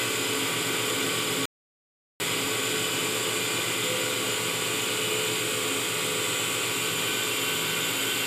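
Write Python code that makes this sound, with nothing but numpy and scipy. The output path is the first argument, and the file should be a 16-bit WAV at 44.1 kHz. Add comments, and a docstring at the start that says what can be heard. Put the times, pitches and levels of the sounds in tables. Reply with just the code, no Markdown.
"""An electric cream separator runs in a small room, close to one moving camera microphone.
Motor and bowl hum, the ball bearings whine and rattle in the metal covers, the spinning bowl hisses
and milk trickles through. The microphone travels from the spouts past the motor and up over the tank,
each ringing as it comes near. The sound drops out for a moment, then a hand bumps the camera twice."""
import sys
import numpy as np
from scipy import signal
from scipy.fft import rfft, irfft, next_fast_len
from scipy.io import wavfile
from scipy.ndimage import map_coordinates

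SR = 44100
rng = np.random.default_rng(int(sys.argv[2]) if len(sys.argv) > 2 else 0)


def generate_wav(sig):
    """Save sig (samples, or channels by samples) to the path in sys.argv[1] as 16-bit PCM at SR."""
    pcm = np.round(np.clip(np.atleast_2d(sig).T, -1, 1) * 32767).astype(np.int16)
    wavfile.write(sys.argv[1], SR, pcm)


N = 364266


def amp(db):
    """Decibels to gain."""
    return 10 ** (np.asarray(db) / 20)


def unit(x):
    """x at rms 1."""
    return x / np.sqrt(np.mean(x ** 2) + 1e-20)


def clock():
    """The time of every sample in seconds."""
    return np.arange(N) / SR


def curves(rows):
    """One value per sample for each column after the time."""
    times, *columns = np.transpose(rows)
    return [np.interp(clock(), times, column) for column in columns]


def wobble(rate):
    """A smooth random curve, rate knots a second."""
    coarse = np.arange(0, N + 64, 64)
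    knots = rng.standard_normal(4096)
    return np.interp(np.arange(N), coarse, map_coordinates(knots, [coarse * rate / SR], mode="wrap"))


def swell(at, half, db):
    """A bell-shaped rise and fall of gain."""
    return amp(db) * np.exp(-.5 * ((clock() - at) / half) ** 2)


def filtered(x, response):
    """x shaped by a gain that depends on frequency."""
    size = next_fast_len(N + SR // 2)
    return irfft(rfft(x, size) * response(np.fft.rfftfreq(size, 1 / SR)), size)[..., :N]


def at_mic(level_db, view):
    """A part's gain from where the microphone is."""
    base, by_motor, by_tank = level_db
    return amp(base + by_motor * view[0] + by_tank * view[1])


def tone(hz, run, scatter, rate):
    """A tone of rms 1 on the running time; a scattered part makes it waver."""
    phase = 2 * np.pi * (hz * run + rng.random())
    return unit((1 + scatter * wobble(rate)) * np.sin(phase) + scatter * wobble(rate) * np.cos(phase))


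BOWL_HZ, BUZZ_HZ, DRIVE_HZ, GEAR_HZ = 164.2, 271, 432.7, 970.4
BALL_HZ, CAGE_HZ, BEAT_HZ = 506.2, 113.8, 121.8
THROB_HZ, THROB_CREST_S, THROB_DEPTH = 1.272, 0.57, 0.47
# Tones: level/dB at the spouts, change/dB facing the motor, change/dB over the tank
CAGE_DB, BUZZ_DB = (-48, -0.5, -3), (-45.5, -4, -0.5)
BOWL_DB, BALL_DB, THIRD_DB = (-49, -1.5, 2), (-47.5, 3.5, -1.5), (-45.5, -7.5, 2.5)
# Motor and frame hum, the same all round the machine: f/Hz, level/dB
FRAME_HUM = [(49.3, -75), (99.9, -58), (199.9, -58.5), (227.9, -69.5), (249.8, -57.5), (291.9, -56.5),
             (312.2, -56), (336.5, -59.5), (342.2, -50), (360.5, -56), (384.4, -50.5), (402.4, -53.5),
             (408.6, -53.5), (552.8, -61.5), (583.9, -56)]
# Whine of bearings and drive, the same all round: f/Hz, level/dB
BEARING_WHINE = [(1126.5, -48), (1167.5, -51.5), (1281.7, -55.5), (1395.6, -49.5), (1455.7, -56),
                 (1459.5, -53), (1632.5, -57), (1880, -55.5), (2025.1, -53), (2043.5, -49.5),
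                 (2183.6, -48.5), (2303.0, -58), (2343.8, -49.5), (2417.3, -52.5), (2531.3, -45.5),
                 (2626.9, -51), (2740.9, -59.5), (2919.4, -48), (3037.7, -60.5), (3151, -51.5),
                 (3211.1, -47.5), (3430.3, -51), (3527, -53), (3795.4, -54), (4199, -54), (4558, -55),
                 (4673, -55), (4834, -57.5), (4947, -60)]
# Flares of the frame's buzz and one swell of the ball-pass tone: t/s, half length/s, level/dB
BUZZ_FLARES = [(.35, 0.26, -40.5), (1.01, .065, -32.5), (1.393, 0.062, -36.5), (2.47, .05, -36),
               (5.747, 0.08, -43), (6.494, 0.067, -40)]
BALL_PASS_SWELL = (3.95, 0.12, -37.5)
# The drive tone at the moving microphone: t/s, level/dB
DRIVE_AT_MIC = [(0, -38), (2.3, -41.5), (2.8, -37.5), (4.2, -42), (4.8, -40), (5.15, -35), (5.5, -39),
                (6.2, -39), (6.36, -43.5), (6.6, -41.5), (7.3, -41.5), (8.25, -45.5)]


def motor(run, view):
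    """Hum, the bowl's tone throbbing as two close tones beat, and the whine, all locked to the same speed."""
    throb = 1 + THROB_DEPTH * np.cos(2 * np.pi * THROB_HZ * (clock() - THROB_CREST_S))
    buzz = np.hypot(at_mic(BUZZ_DB, view), sum(swell(*flare) for flare in BUZZ_FLARES))
    ball = np.hypot(at_mic(BALL_DB, view), swell(*BALL_PASS_SWELL))
    cage = at_mic(CAGE_DB, view)
    out = at_mic(BOWL_DB, view) * throb * tone(BOWL_HZ, run, scatter=.18, rate=5)
    out += buzz * tone(BUZZ_HZ, run, scatter=0.4, rate=14)
    out += amp(curves(DRIVE_AT_MIC)[0]) * tone(DRIVE_HZ, run, scatter=0.13, rate=8)
    out += ball * tone(BALL_HZ, run, scatter=0.3, rate=7.7)
    out += at_mic(THIRD_DB, view) * tone(3 * BALL_HZ, run, scatter=0.19, rate=5)
    out += amp(-50.5) * tone(GEAR_HZ, run, scatter=0.35, rate=8)
    out += cage * tone(CAGE_HZ, run, scatter=.06, rate=4.4)
    out += cage * amp(-0.5) * tone(BEAT_HZ, run, scatter=.15, rate=3.2)  # beats against the cage hum
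    out += sum(amp(db) * tone(hz, run, scatter=0.19, rate=0.92) for hz, db in FRAME_HUM)
    return out + sum(amp(db) * tone(hz, run, scatter=0.34, rate=1.797) for hz, db in BEARING_WHINE)


def pitting(run, load_depth):
    """Every ball strikes the same pit; the load swings with cage and bowl, giving many fine lines."""
    when = np.arange(int(run[-1] * BALL_HZ)) / BALL_HZ
    load = np.cos(2 * np.pi * CAGE_HZ * when) + np.cos(2 * np.pi * BOWL_HZ * when)
    at = np.interp(when, run, np.arange(N))[:, None]
    taps = at.astype(int) + np.arange(-8, 9)
    ticks = np.exp(load_depth * load)[:, None] * np.sinc(taps - at)  # strikes fall between samples
    return unit(np.bincount(np.clip(taps, 0, N).ravel(), ticks.ravel(), N + 1)[:N])


def rolling(run, ball_depth, cage_depth, slip_depth):
    """Contact noise, pulsing as the balls pass and as the cage turns against both races."""
    pulse = lambda hz: np.cos(2 * np.pi * (hz * run + rng.random()))
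    load = ball_depth * pulse(BALL_HZ) + cage_depth * pulse(CAGE_HZ)
    load += slip_depth * pulse(BOWL_HZ - CAGE_HZ)
    return unit(np.exp(load) * rng.standard_normal(N))


def room(x, wet_db, t60, places=7):
    """Each place on the microphone's path has its own wall reflections, so the fine colour drifts."""
    t = np.arange(SR // 4) / SR
    place = clock() / clock()[-1] * (places - 1)
    out = x.copy()
    for k in range(places):
        tail = rng.standard_normal(len(t)) * amp(-60 * t / t60) * (t > .002)
        share = np.cos(np.pi / 2 * np.clip(place - k, -1, 1))
        out += amp(wet_db) * share * signal.oaconvolve(x, tail / np.linalg.norm(tail))[:N]
    return out


# Resonances and dips of covers, spouts and tank, at every microphone position: f/Hz, width/Hz, lift/dB
COVER_MODES = [(1191, 200, 7.5), (1440, 200, 7), (1790, 120, -1), (2010, 110, 2.5), (2410, 110, 4.5),
               (2813, 70, 6), (3018, 170, 7), (3282, 60, 5), (3390, 87, 0), (3494, 180, 3.5),
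               (4130, 120, 0), (4724, 380, 4.5), (4963, 120, 5), (5580, 120, 2.5), (7090, 150, 6),
               (7900, 170, 2.5), (10240, 250, 3), (10720, 200, 4), (11120, 220, 4.5), (11450, 200, -1),
               (11870, 220, 5), (12110, 170, 6.5), (13500, 500, 1.5)]


def radiated(x, spectrum):
    """x with a broad spectrum, lifted at the resonances of the metalwork; rms 1."""
    freqs, levels = np.transpose(spectrum)
    broad = lambda hz: np.interp(np.log(hz + 1), np.log(freqs), levels)
    lift = lambda hz: sum(db / (1 + (2 * (hz - centre) / width) ** 4) for centre, width, db in COVER_MODES)
    return unit(filtered(x, lambda hz: amp(broad(hz) + lift(hz))))


# Noise bands: level/dB at the spouts, change/dB facing the motor, change/dB over the tank
DRONE_DB, CLATTER_DB, RATTLE_DB = (-37, -2, -2.5), (-40, -0.7, -0.5), (-33.5, 0.3, 0.15)
HISS_DB, FIZZ_DB = (-36, 0.5, 0), (-44, -1.5, 0.5)
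# Their spectra close to the machine, lowest band first: f/Hz, relative level/dB
DRONE_SPECTRUM = [(25, -36), (55, -39.5), (90, -14), (130, -9.5), (200, -2.5), (240, -6), (300, 0.5),
                  (420, 0.5), (520, -2), (640, -9.5), (850, -12.5), (1500, -51)]
CLATTER_SPECTRUM = [(400, -31.5), (650, -5.5), (850, 3), (1050, 0.5), (1300, -0.5), (1600, -3), (2200, -20)]
RATTLE_SPECTRUM = [(1200, -36), (1750, -7.5), (2200, 1.5), (3000, -1.5), (3700, 0), (4300, -6), (5000, -12),
                   (5400, -12), (6500, -15), (9000, -41.5)]
HISS_SPECTRUM = [(4500, -41), (6400, -17.5), (6700, -4.5), (7400, 0.5), (8000, -3), (9000, -4.5),
                 (9700, -9), (11000, -14.5), (13000, -34.5)]
FIZZ_SPECTRUM = [(9500, -21.5), (11500, -1), (13400, 2), (14400, -5.5), (15500, -8)]


def bearings(run, view):
    """A low drone shakes the frame; rolling noise rattles the covers and hisses on top."""
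    ticks = amp(-13) * pitting(run, load_depth=0.93)
    contact = rolling(run, ball_depth=.1, cage_depth=0.093, slip_depth=0.031)
    coarse = room(contact + ticks, wet_db=-7, t60=0.32)
    fine_contact = rolling(run, ball_depth=.07, cage_depth=0.13, slip_depth=0.088)
    fine = room(fine_contact + ticks, wet_db=-7, t60=0.089)
    drone = at_mic(DRONE_DB, view) * radiated(rng.standard_normal(N), DRONE_SPECTRUM)
    clatter = at_mic(CLATTER_DB, view) * amp(.3 * wobble(6.5)) * radiated(contact, CLATTER_SPECTRUM)
    rattle = at_mic(RATTLE_DB, view) * amp(0.16 * wobble(14)) * radiated(coarse, RATTLE_SPECTRUM)
    hiss = at_mic(HISS_DB, view) * amp(.25 * wobble(16)) * radiated(fine, HISS_SPECTRUM)
    fizz = at_mic(FIZZ_DB, view) * radiated(fine, FIZZ_SPECTRUM)
    return drone + clatter + rattle + hiss + fizz


def whirr(modes):
    """Metal shaken without pause rings in narrow bands of noise."""
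    def response(hz):
        return np.sqrt(sum(amp(db) ** 2 / width / (1 + (2 * (hz - centre) / width) ** 2) ** 2
                           for centre, width, db in modes))
    rms = np.sqrt(sum(amp(db) ** 2 for _, _, db in modes))
    return rms * unit(filtered(rng.standard_normal(N), response))


# Each part's ring, close up with the microphone straight at it: f/Hz, width/Hz, level/dB
SPOUT_MODES = [(1133, 25, -48), (1900, 100, -48), (2025, 49, -48), (2340, 60, -46), (3180, 60, -46),
               (3460, 110, -46), (5023, 90, -46)]
HOUSING_MODES = [(7000, 100, -61), (8200, 250, -46), (9900, 600, -51), (11100, 160, -59), (14200, 800, -51)]
TANK_MODES = [(1520, 15, -49), (2433, 45, -46), (2740, 90, -39), (3064, 23, -43), (3197, 50, -41),
              (3520, 130, -44), (7370, 100, -52), (12200, 140, -47.5), (13320, 450, -48)]


def metalwork(view, beaming=1.5):
    """Spouts, motor housing and tank ring; beaming sets how sharply each fades off the microphone."""
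    by_motor, by_tank = view
    by_spouts = np.clip(1 - by_motor - by_tank, 0, 1)
    parts = (by_spouts, SPOUT_MODES), (by_motor, HOUSING_MODES), (by_tank, TANK_MODES)
    return sum(facing ** beaming * whirr(modes) for facing, modes in parts)


def milk(level_db, pitch_hz, cycles, spread_db, count=700):
    """The stream from the tap breaks into small drops and short bubbles of rising pitch."""
    t = np.arange(SR // 50) / SR
    start = rng.integers(0, N, (count, 1))
    hz = np.clip(pitch_hz * np.exp(0.62 * rng.standard_normal((count, 1))), 500, 11000)
    age = t * hz / cycles
    size = amp(spread_db * np.minimum(rng.exponential(size=(count, 1)), 4))
    rise = 1 + 0.024 * np.minimum(age, 5)
    drops = size * np.exp(-age) * np.sin(2 * np.pi * hz * t * rise)
    trickle = np.bincount((start + np.arange(len(t))).ravel(), drops.ravel(), N)[:N]
    return amp(level_db) * unit(trickle)


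# Brief rings of the covers along the microphone's path: t/s, half length/s, f/Hz, level/dB
COVER_ZINGS = [(.5, 0.063, 3190, -51), (2.85, .15, 3000, -40), (3.5, .15, 2415, -38), (3.8, .1, 3210, -43),
               (5.0, 0.18, 2920, -40), (6.9, 0.46, 2420, -42)]


def zings():
    """Now and then one resonance of the covers sings out."""
    return sum(swell(at, half, db) * tone(hz, clock(), scatter=1.5, rate=40)
               for at, half, hz, db in COVER_ZINGS)


# Handling knocks, right at the microphone: t/s, level/dB
HAND_KNOCKS = [(2.326, -44), (2.443, -41)]


def handling(hz, decay_s):
    """The hand bumps the camera softly, each time a low, damped thud."""
    ages = [(np.maximum(clock() - at, 0), db) for at, db in HAND_KNOCKS]
    return sum(amp(db) * np.sin(2 * np.pi * hz * t) * np.exp(-t / decay_s) for t, db in ages)


# Bright band on the way up to the tank: f/Hz, width/Hz, relative level/dB
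SHEEN_BAND = [(7700, 420, -4), (8000, 200, -6)]


def sheen():
    """A brief bright sheen as the microphone rises."""
    return swell(at=6.42, half=0.25, db=-38.5) * whirr(SHEEN_BAND)


# From the spouts past the motor and up over the tank: t/s, facing the motor/0-1, over the tank/0-1
MIC_PATH = [(1.4, 0, 0.11), (3.2, 0.17, 0.18), (3.9, 0.37, 0), (5.2, 1, 0.05), (6.1, 1, 0.4),
            (6.6, 0.67, 0.57), (7.2, .1, 0.95), (8.2, 0, 0.97)]


def scene():
    """The separator's speed wanders very slightly; one moving microphone feeds both channels."""
    speed = 1 + 0.0002944 * wobble(1.5) + 0.00039 * wobble(17)
    run = np.cumsum(speed) / SR  # the machine's running time/s
    view = np.clip(curves(MIC_PATH), 0, 1)
    mono = motor(run, view) + bearings(run, view) + metalwork(view) + zings() + sheen()
    mono += milk(level_db=-52.5, pitch_hz=3020, cycles=2.8, spread_db=4.5)
    mono += handling(hz=62, decay_s=.007)
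    return np.array([mono, mono])


MUTE_FROM_S, MUTE_TO_S, TOP_HZ = 1.4552, 2.2005, 15520


def record(dry):
    """The sound is muted for a moment, and nothing is kept above the band limit."""
    live = (clock() < MUTE_FROM_S) | (clock() > MUTE_TO_S)
    return filtered(dry * live, lambda hz: np.clip((TOP_HZ - hz) / 120 + .5, 0, 1))


dry = scene()
out = record(dry)
generate_wav(out)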